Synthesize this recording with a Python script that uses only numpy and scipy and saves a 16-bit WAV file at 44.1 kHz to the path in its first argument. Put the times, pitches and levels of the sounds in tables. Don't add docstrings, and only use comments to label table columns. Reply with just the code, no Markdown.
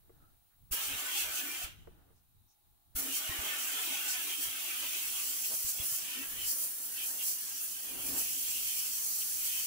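import sys
import numpy as np
from scipy import signal
from scipy.fft import rfft, irfft, next_fast_len
from scipy.io import wavfile
from scipy.ndimage import map_coordinates

SR = 44100
rng = np.random.default_rng(int(sys.argv[2]) if len(sys.argv) > 2 else 0)


def dump_mix(stems):
    frames = np.atleast_2d(stems).T
    limited = np.clip(frames, -1, 1)
    pcm = np.round(limited * 32767).astype(np.int16)
    wavfile.write(sys.argv[1], SR, pcm)


N = 426006
T = np.arange(N) / SR
TOP_HZ = 15730

# pull t/s, release t/s (the last lies past the end)
TRIGGER = [(0.708, 1.645), (2.948, 9.7)]

# f/Hz, relative level/dB per Hz
BACKGROUND_SPECTRUM = [(150, -13.5), (300, -7), (520, -19), (1100, -8.5), (1900, -15.5), (3000, -13.5),
                       (4300, -11), (4900, -16.5), (8500, -13), (9500, -6.5), (12000, -12), (13300, -3.5),
                       (15500, -5)]
GLOVE_SPECTRUM = [(150, -17), (300, 5.5), (500, -5), (800, -2), (1050, -9), (1350, -5), (1550, -7),
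                  (1750, -10), (2100, -19), (6000, -27)]
CLACK_SPECTRUM = [(400, 0), (1100, 0), (2100, -2), (3200, -18), (8000, -40)]
RUMBLE_SPECTRUM = [(15, -5), (30, -4), (65, -2), (110, -5), (200, -16.5), (500, -33.5), (2000, -87)]
GUST_SPECTRUM = [(60, -13), (150, 1.5), (350, 3), (650, 3), (1000, -0.5), (2000, -4), (6000, -49)]
EDGE_SPECTRUM = [(1300, -38.5), (2100, -12), (2350, -7.5), (2550, -4), (2700, -2.5), (2850, -3.5),
                 (2980, -1.5), (3170, -1.5), (3350, -4.5), (3550, -9), (4300, -15)]
ROAR_SPECTRUM = [(100, -37), (200, -17), (350, -1.5), (520, -11.5), (680, -6.5), (950, -2), (1350, 0.5),
                 (1750, 3), (2300, -3.5), (2800, -1.5), (4000, -4), (9000, -53)]
HISS_SPECTRUM = [(5000, -40), (8000, -14), (8800, -6), (9350, -1), (10300, -3.3), (10900, -2.2),
                 (11700, -6), (12500, -5), (13400, -1.8), (14700, 0), (15700, -1.8)]
SPRAY_SPECTRUM = [(1500, -20), (3000, -13), (3450, -15), (3850, -12.5), (4400, -3), (5000, -4.5),
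                  (6100, 1.65), (6900, -1.5), (7600, 2.8), (8500, -3), (9500, -21), (14000, -33)]

# f/Hz, nominal width/Hz, mean level/dB
SHOP_MODES = [(350, 60, -4), (700, 90, 0), (830, 80, 0), (3850, 220, -8)]
PANEL_MODES = [(632, 45, -4), (740, 50, -6), (840, 35, -6), (1175, 40, -4), (1334, 32, 1), (1484, 50, 0),
               (1800, 90, -5), (2160, 100, -1), (2370, 30, 4)]
BOX_AIR_MODES = [(273, 28, 0), (350, 45, -12), (480, 40, -16)]

# t/s, level/dB before flutter, length/s
RUBS = [(0.19, -73, .11), (1.93, -70.5, 0.16)]
# t/s, level/dB before a common lift, length/s, centre f/Hz, nominal width/Hz
RUSTLES = [(0.252, -79.5, 0.039, 1320, 110), (0.532, -84, 0.017, 1600, 700),
           (2.175, -83, 0.021, 6000, 4000), (2.513, -79, 0.021, 5900, 1100)]
# t/s, peak level of the ring/dB
KNOCKS = [(0.095, -51.5), (1.873, -43), (2.105, -61.5)]
# f/Hz, relative level/dB before scatter, 60 dB decay time/s
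KNOCK_MODES = [(365, -4, .09), (455, 0, .065), (560, -3, .035), (685, -7, .04), (860, -13, .03),
               (1140, -12, .03), (2020, -20, .04)]

# t/s, level/dB before random swings
DRAUGHT = [(0, -69), (2.8, -72.5), (3.7, -80), (7.5, -75.5), (8.6, -68.5), (9.66, -67.5)]
# t/s, level/dB, length/s
EDDIES = [(0.93, -55, 0.041), (1.81, -56.5, 0.14), (3.04, -65, .04), (4.48, -62, 0.022),
          (6.38, -56.5, 0.083), (8.1, -59, 0.13)]
# t/s, level/dB before a common lift and scatter, f/Hz before scatter
PUFFS = [(0.71, -40, 41.8), (1.642, -46, 60), (2.950, -41, 60), (3.293, -40.5, 73), (3.389, -44, 60),
         (5.646, -50, 70), (5.799, -38.5, 90), (5.921, -48, 81)]
# t/s, level/dB before a common lift and flutter, length/s
GUSTS = [(0.736, -54, 0.014), (0.926, -58, 0.028), (3.066, -55, 0.052), (3.44, -53.5, 0.049),
         (3.958, -60, .03), (5.526, -53, 0.023), (5.805, -58, 0.05), (6.44, -64.5, 0.26),
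         (7.12, -63.5, 0.12), (7.944, -55.5, 0.085), (8.135, -52, 0.091)]

# t/s, roar level/dB, edge tone level/dB before trim (both before flutter)
AIM = [(0.72, -50, -44), (1.008, -45.0, -41.5), (1.205, -47, -48), (1.64, -48.5, -44), (2.95, -50.5, -54),
       (3.145, -52.5, -42.5), (3.345, -45.5, -43.5), (3.976, -47.5, -39.5), (4.471, -51.5, -43.5),
       (4.691, -50, -40.5), (5.051, -52.0, -42.0), (5.679, -60.5, -54), (6.155, -53.0, -51),
       (6.787, -58.0, -61.5), (7.642, -61, -53.5), (8.535, -61.5, -45), (9.053, -60, -58),
       (9.66, -58.5, -51)]
# t/s, level/dB before trim and flutter, length/s
CATCHES = [(1.195, -35, 0.047), (1.388, -41.5, 0.022), (5.452, -42, 0.0091), (5.812, -43, 0.03),
           (6.135, -42.5, 0.081), (6.42, -43.0, 0.043), (7.015, -44.5, 0.04), (7.213, -43.5, 0.017),
           (8.717, -46, 0.16), (9.223, -43.5, 0.011), (9.537, -44, 0.097)]
# t/s, level/dB before trim, length/s
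BOOMS = [(0.913, -58, 0.02), (1.047, -57, 0.016), (1.484, -55, 0.058), (2.996, -49.5, 0.038),
         (3.084, -50.5, 0.043), (3.288, -57, 0.027), (3.429, -59.5, 0.05), (3.563, -58, 0.04),
         (3.716, -65, 0.037), (3.918, -54, 0.028), (4.254, -61, 0.025), (4.396, -53.5, 0.02),
         (6.198, -50, 0.031), (6.34, -64, 0.04), (7.941, -52, 0.034), (8.108, -49, 0.055),
         (8.365, -61.5, 0.056), (8.579, -64.0, 0.024)]

# t/s, hiss level/dB before trim, spray level/dB (before surges, flutter)
FEED = [(0.72, -35.5, -46), (1.05, -38.5, -45.5), (1.64, -39.5, -46.0), (2.95, -34.5, -42.5),
        (3.352, -39, -47.0), (3.643, -35, -42), (4.542, -37, -45.5), (5.544, -32.5, -40),
        (6.043, -38.5, -45), (6.29, -38.5, -49), (6.793, -36, -48.5), (7.601, -37.5, -43.5),
        (7.971, -38.0, -48.5), (8.254, -33, -40.5), (9.66, -32, -40.5)]
# t/s, length/s, change of hiss/dB, change of spray/dB
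SURGES = [(0.732, 0.024, 6, 6), (0.847, 0.021, 2.5, 5.5), (1.194, 0.03, 6, 8.5), (1.372, 0.026, 5, 6),
          (2.984, 0.022, 5.5, 3), (3.162, 0.022, 6, 7), (4.113, 0.027, 1.5, 5.5), (4.435, 0.022, 5, 5.5),
          (5.564, 0.02, 3.0, 0.5), (5.694, 0.016, 5, 4.5), (5.869, 0.026, 6, 3), (5.95, 0.032, 6.0, 4.0),
          (6.493, 0.042, 8.5, 11), (6.624, 0.043, 6.5, 6.5), (6.848, 0.022, 2.5, 2),
          (7.08, 0.032, 5.0, 4.5), (7.275, 0.047, 7, 7.5), (7.637, 0.03, 5, -2), (8.085, 0.03, 4, 4),
          (8.198, 0.017, 6, 6)]
# f/Hz, left minus right level/dB
SIDES = [(300, 1), (800, 2), (1400, -0.5), (3000, 0), (5000, -0.5), (6500, -2), (7700, -1.7), (9300, 1.2),
         (11000, 0), (13000, -3), (14500, 0), (15600, -3)]

BACKGROUND_DB = -68.5
DIP_DB, RISE_S = 2.5, 1.6
CLACK_DB, CLACK_T60_S = -11, .022
DRAUGHT_SWING_DB = 4
RUSH_DB = -68
FULL_ROAR_DB = -48.5
BOOM_DB, BOOM_GROWS = -69.5, 0.27
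HISS_TRIM_DB, EDGE_TRIM_DB, BOOMS_TRIM_DB = -.3, 1, 1


def amp(db):
    return np.exp(np.asarray(db) * (np.log(10) / 20))


def unit(x):
    return x / np.sqrt(np.mean(x ** 2) + 1e-20)


def curves(rows):
    times, *columns = np.transpose(rows)
    return [np.interp(T, times, column) for column in columns]


def wobble(rate):
    coarse = T[::64]
    knots = rng.standard_normal(int(N * rate / SR) + 4)
    return np.interp(T, coarse, map_coordinates(knots, [coarse * rate]))


def swell(s, db, length):
    return amp(db) * np.exp(-.5 * np.minimum(np.abs(T - s) / length, 10) ** 2)


def swells(rows):
    return np.sqrt(sum(swell(s, db, length) ** 2 for s, db, length in rows))


def valve(rise, t60):
    flow = 0
    for pulled, released in TRIGGER:
        opening = np.clip((T - pulled) / rise, 0, 1) ** 1.45
        flow = flow + opening * amp(-60 * np.clip(T - released, 0, 2) / t60)
    return flow


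def filtered(x, response):
    size = next_fast_len(N + SR // 2)
    return irfft(rfft(x, size) * response(np.fft.rfftfreq(size, 1 / SR)), size)[..., :N]


def coloured(x, spectrum):
    f, db = np.transpose(spectrum)
    return unit(filtered(x, lambda hz: amp(np.interp(np.log(hz + 1), np.log(f), db))))


def resonant(x, hz, width):
    section = np.concatenate(signal.iirpeak(hz, hz / (width * np.sqrt(2)), fs=SR))
    return unit(signal.sosfilt([section, section], x))


def air():
    return rng.standard_normal((2, N))


def grit(rate, spread_db):
    hits = rng.random((2, N)) < rate / SR
    signs = np.sign(air())
    return unit(hits * signs * amp(spread_db * np.clip(air(), -2, 2)))


def patchy(cell_hz, rate, depth_db):
    hz, t, z = signal.stft(air(), SR, nperseg=2048)
    knots = rng.standard_normal((int(t[-1] * rate) + 4, int(hz[-1] / cell_hz) + 4))
    field = map_coordinates(knots, np.meshgrid(t * rate, hz / cell_hz), order=2)
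    return signal.istft(z * amp(depth_db * field), nperseg=2048)[1][:, :N]


def ringing(modes, rate, wander_db):
    total = 0
    for hz, width, db in modes:
        gain = amp(db + wander_db * wobble(rate)) * np.sqrt(width)
        total = total + gain * resonant(air(), hz, width)
    return unit(total)


def workshop():
    since = T - TRIGGER[0][1]
    dip_db = DIP_DB * (since > 0) * np.exp(-np.abs(since) / RISE_S)
    background_hiss = amp(BACKGROUND_DB - dip_db) * coloured(air(), BACKGROUND_SPECTRUM)
    drone = ringing(SHOP_MODES, rate=5.8, wander_db=2.5)
    return background_hiss + amp(-84.0) * drone


def rubbing():
    sound = swells(RUBS) * amp(1.3 * wobble(29.7)) * coloured(air(), GLOVE_SPECTRUM)
    friction = air()
    for s, db, length, hz, width in RUSTLES:
        sound += swell(s, db + 5.5, length) * resonant(friction, hz, width)
    return sound


def knocking():
    sound = np.zeros((2, N))
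    t = np.arange(SR // 4) / SR
    contact = coloured(air(), CLACK_SPECTRUM)
    for s, db in KNOCKS:
        ring = 0
        for hz, level, t60 in KNOCK_MODES:
            decay = amp(level + rng.normal(0, 2.6, (2, 1)) - 60 * t / t60)
            phase = 0.45 * rng.random((2, 1))
            ring = ring + decay * np.sin(2 * np.pi * (hz * t + phase))
        ring = ring * (1 - np.exp(-t / 0.0022))
        start = round(s * SR)
        clack = amp(CLACK_DB - 60 * t / CLACK_T60_S) * contact[:, start:][:, :len(t)]
        sound[:, start:][:, :len(t)] += amp(db) * (ring / np.abs(ring).max() + clack)
    return sound


def buffets():
    draught_db, = curves(DRAUGHT)
    draught = np.hypot(amp(draught_db + DRAUGHT_SWING_DB * wobble(11)), swells(EDDIES))
    sound = draught * coloured(air(), RUMBLE_SPECTRUM)
    t = np.arange(SR // 4) / SR
    for s, db, hz in PUFFS:
        side_hz = hz * np.exp(.22 * rng.standard_normal((2, 1)))
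        push = -amp(db + 2.5 - 60 * t / 0.081) * np.sin(2 * np.pi * side_hz * t)
        side_gain = amp(3.4 * rng.standard_normal((2, 1)))
        sound[:, round(s * SR):][:, :len(t)] += side_gain * push
    return sound


def gusts():
    strength = np.hypot(amp(RUSH_DB) * valve(rise=.02, t60=0.44), amp(1.5) * swells(GUSTS))
    flutter = amp(1.5 * wobble(40) + 1.4 * wobble(12))
    return strength * flutter * coloured(air(), GUST_SPECTRUM)


def impact():
    roar_db, edge_db = curves(AIM)
    swirl_db = 1.1 * wobble(25)
    singing = np.hypot(amp(edge_db), swells(CATCHES))
    edge_noise = coloured(patchy(cell_hz=80.15, rate=18, depth_db=4.0), EDGE_SPECTRUM)
    edge = singing * amp(EDGE_TRIM_DB + swirl_db) * edge_noise

    eddies = coloured(patchy(cell_hz=90.1, rate=19, depth_db=5.0), ROAR_SPECTRUM)
    panels = ringing(PANEL_MODES, rate=13, wander_db=5.0)
    hard_hit = np.clip(amp(roar_db - FULL_ROAR_DB), 0, 1) * valve(rise=.017, t60=0.69)
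    roar = amp(roar_db + swirl_db) * (0.9 * eddies + 0.68 * hard_hit * panels)

    steady_boom = amp(BOOM_DB + BOOM_GROWS * (roar_db - FULL_ROAR_DB))
    stirring = np.hypot(steady_boom, amp(BOOMS_TRIM_DB) * swells(BOOMS))
    boom = stirring * ringing(BOX_AIR_MODES, rate=7.8, wander_db=1.6)

    flow = 0.93 * valve(rise=0.017, t60=0.31) + 0.12 * valve(rise=.016, t60=1.24)
    return (edge + roar + boom) * flow


def nozzle():
    hiss_db, spray_db = curves(FEED)
    for s, length, hiss_change_db, spray_change_db in SURGES:
        surge = swell(s, 0, length)
        hiss_db = hiss_db + hiss_change_db * surge
        spray_db = spray_db + spray_change_db * surge
    flutter_db = .6 * wobble(28) + 0.56 * wobble(130)
    jet = patchy(cell_hz=170, rate=14, depth_db=1.9) + 0.4 * grit(rate=4500, spread_db=0.5)
    rebound = patchy(cell_hz=150, rate=16, depth_db=3.0) + 0.5 * grit(rate=2300, spread_db=3.0)
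    hiss = amp(hiss_db + flutter_db + HISS_TRIM_DB) * coloured(jet, HISS_SPECTRUM)
    spray = amp(spray_db + flutter_db) * coloured(rebound, SPRAY_SPECTRUM)
    return hiss * valve(rise=0.015, t60=0.082) + spray * valve(rise=0.015, t60=0.14)


def scene():
    def lean(hz):
        return amp(np.interp(hz, *np.transpose(SIDES)) * np.array([[.5], [-.5]]))

    background = workshop() + rubbing() + knocking() + buffets()
    blast = gusts() + impact() + nozzle()
    return background + filtered(blast, lean)


def record(dry):
    return filtered(dry, lambda hz: hz < TOP_HZ)


dry = scene()
out = record(dry)
dump_mix(out)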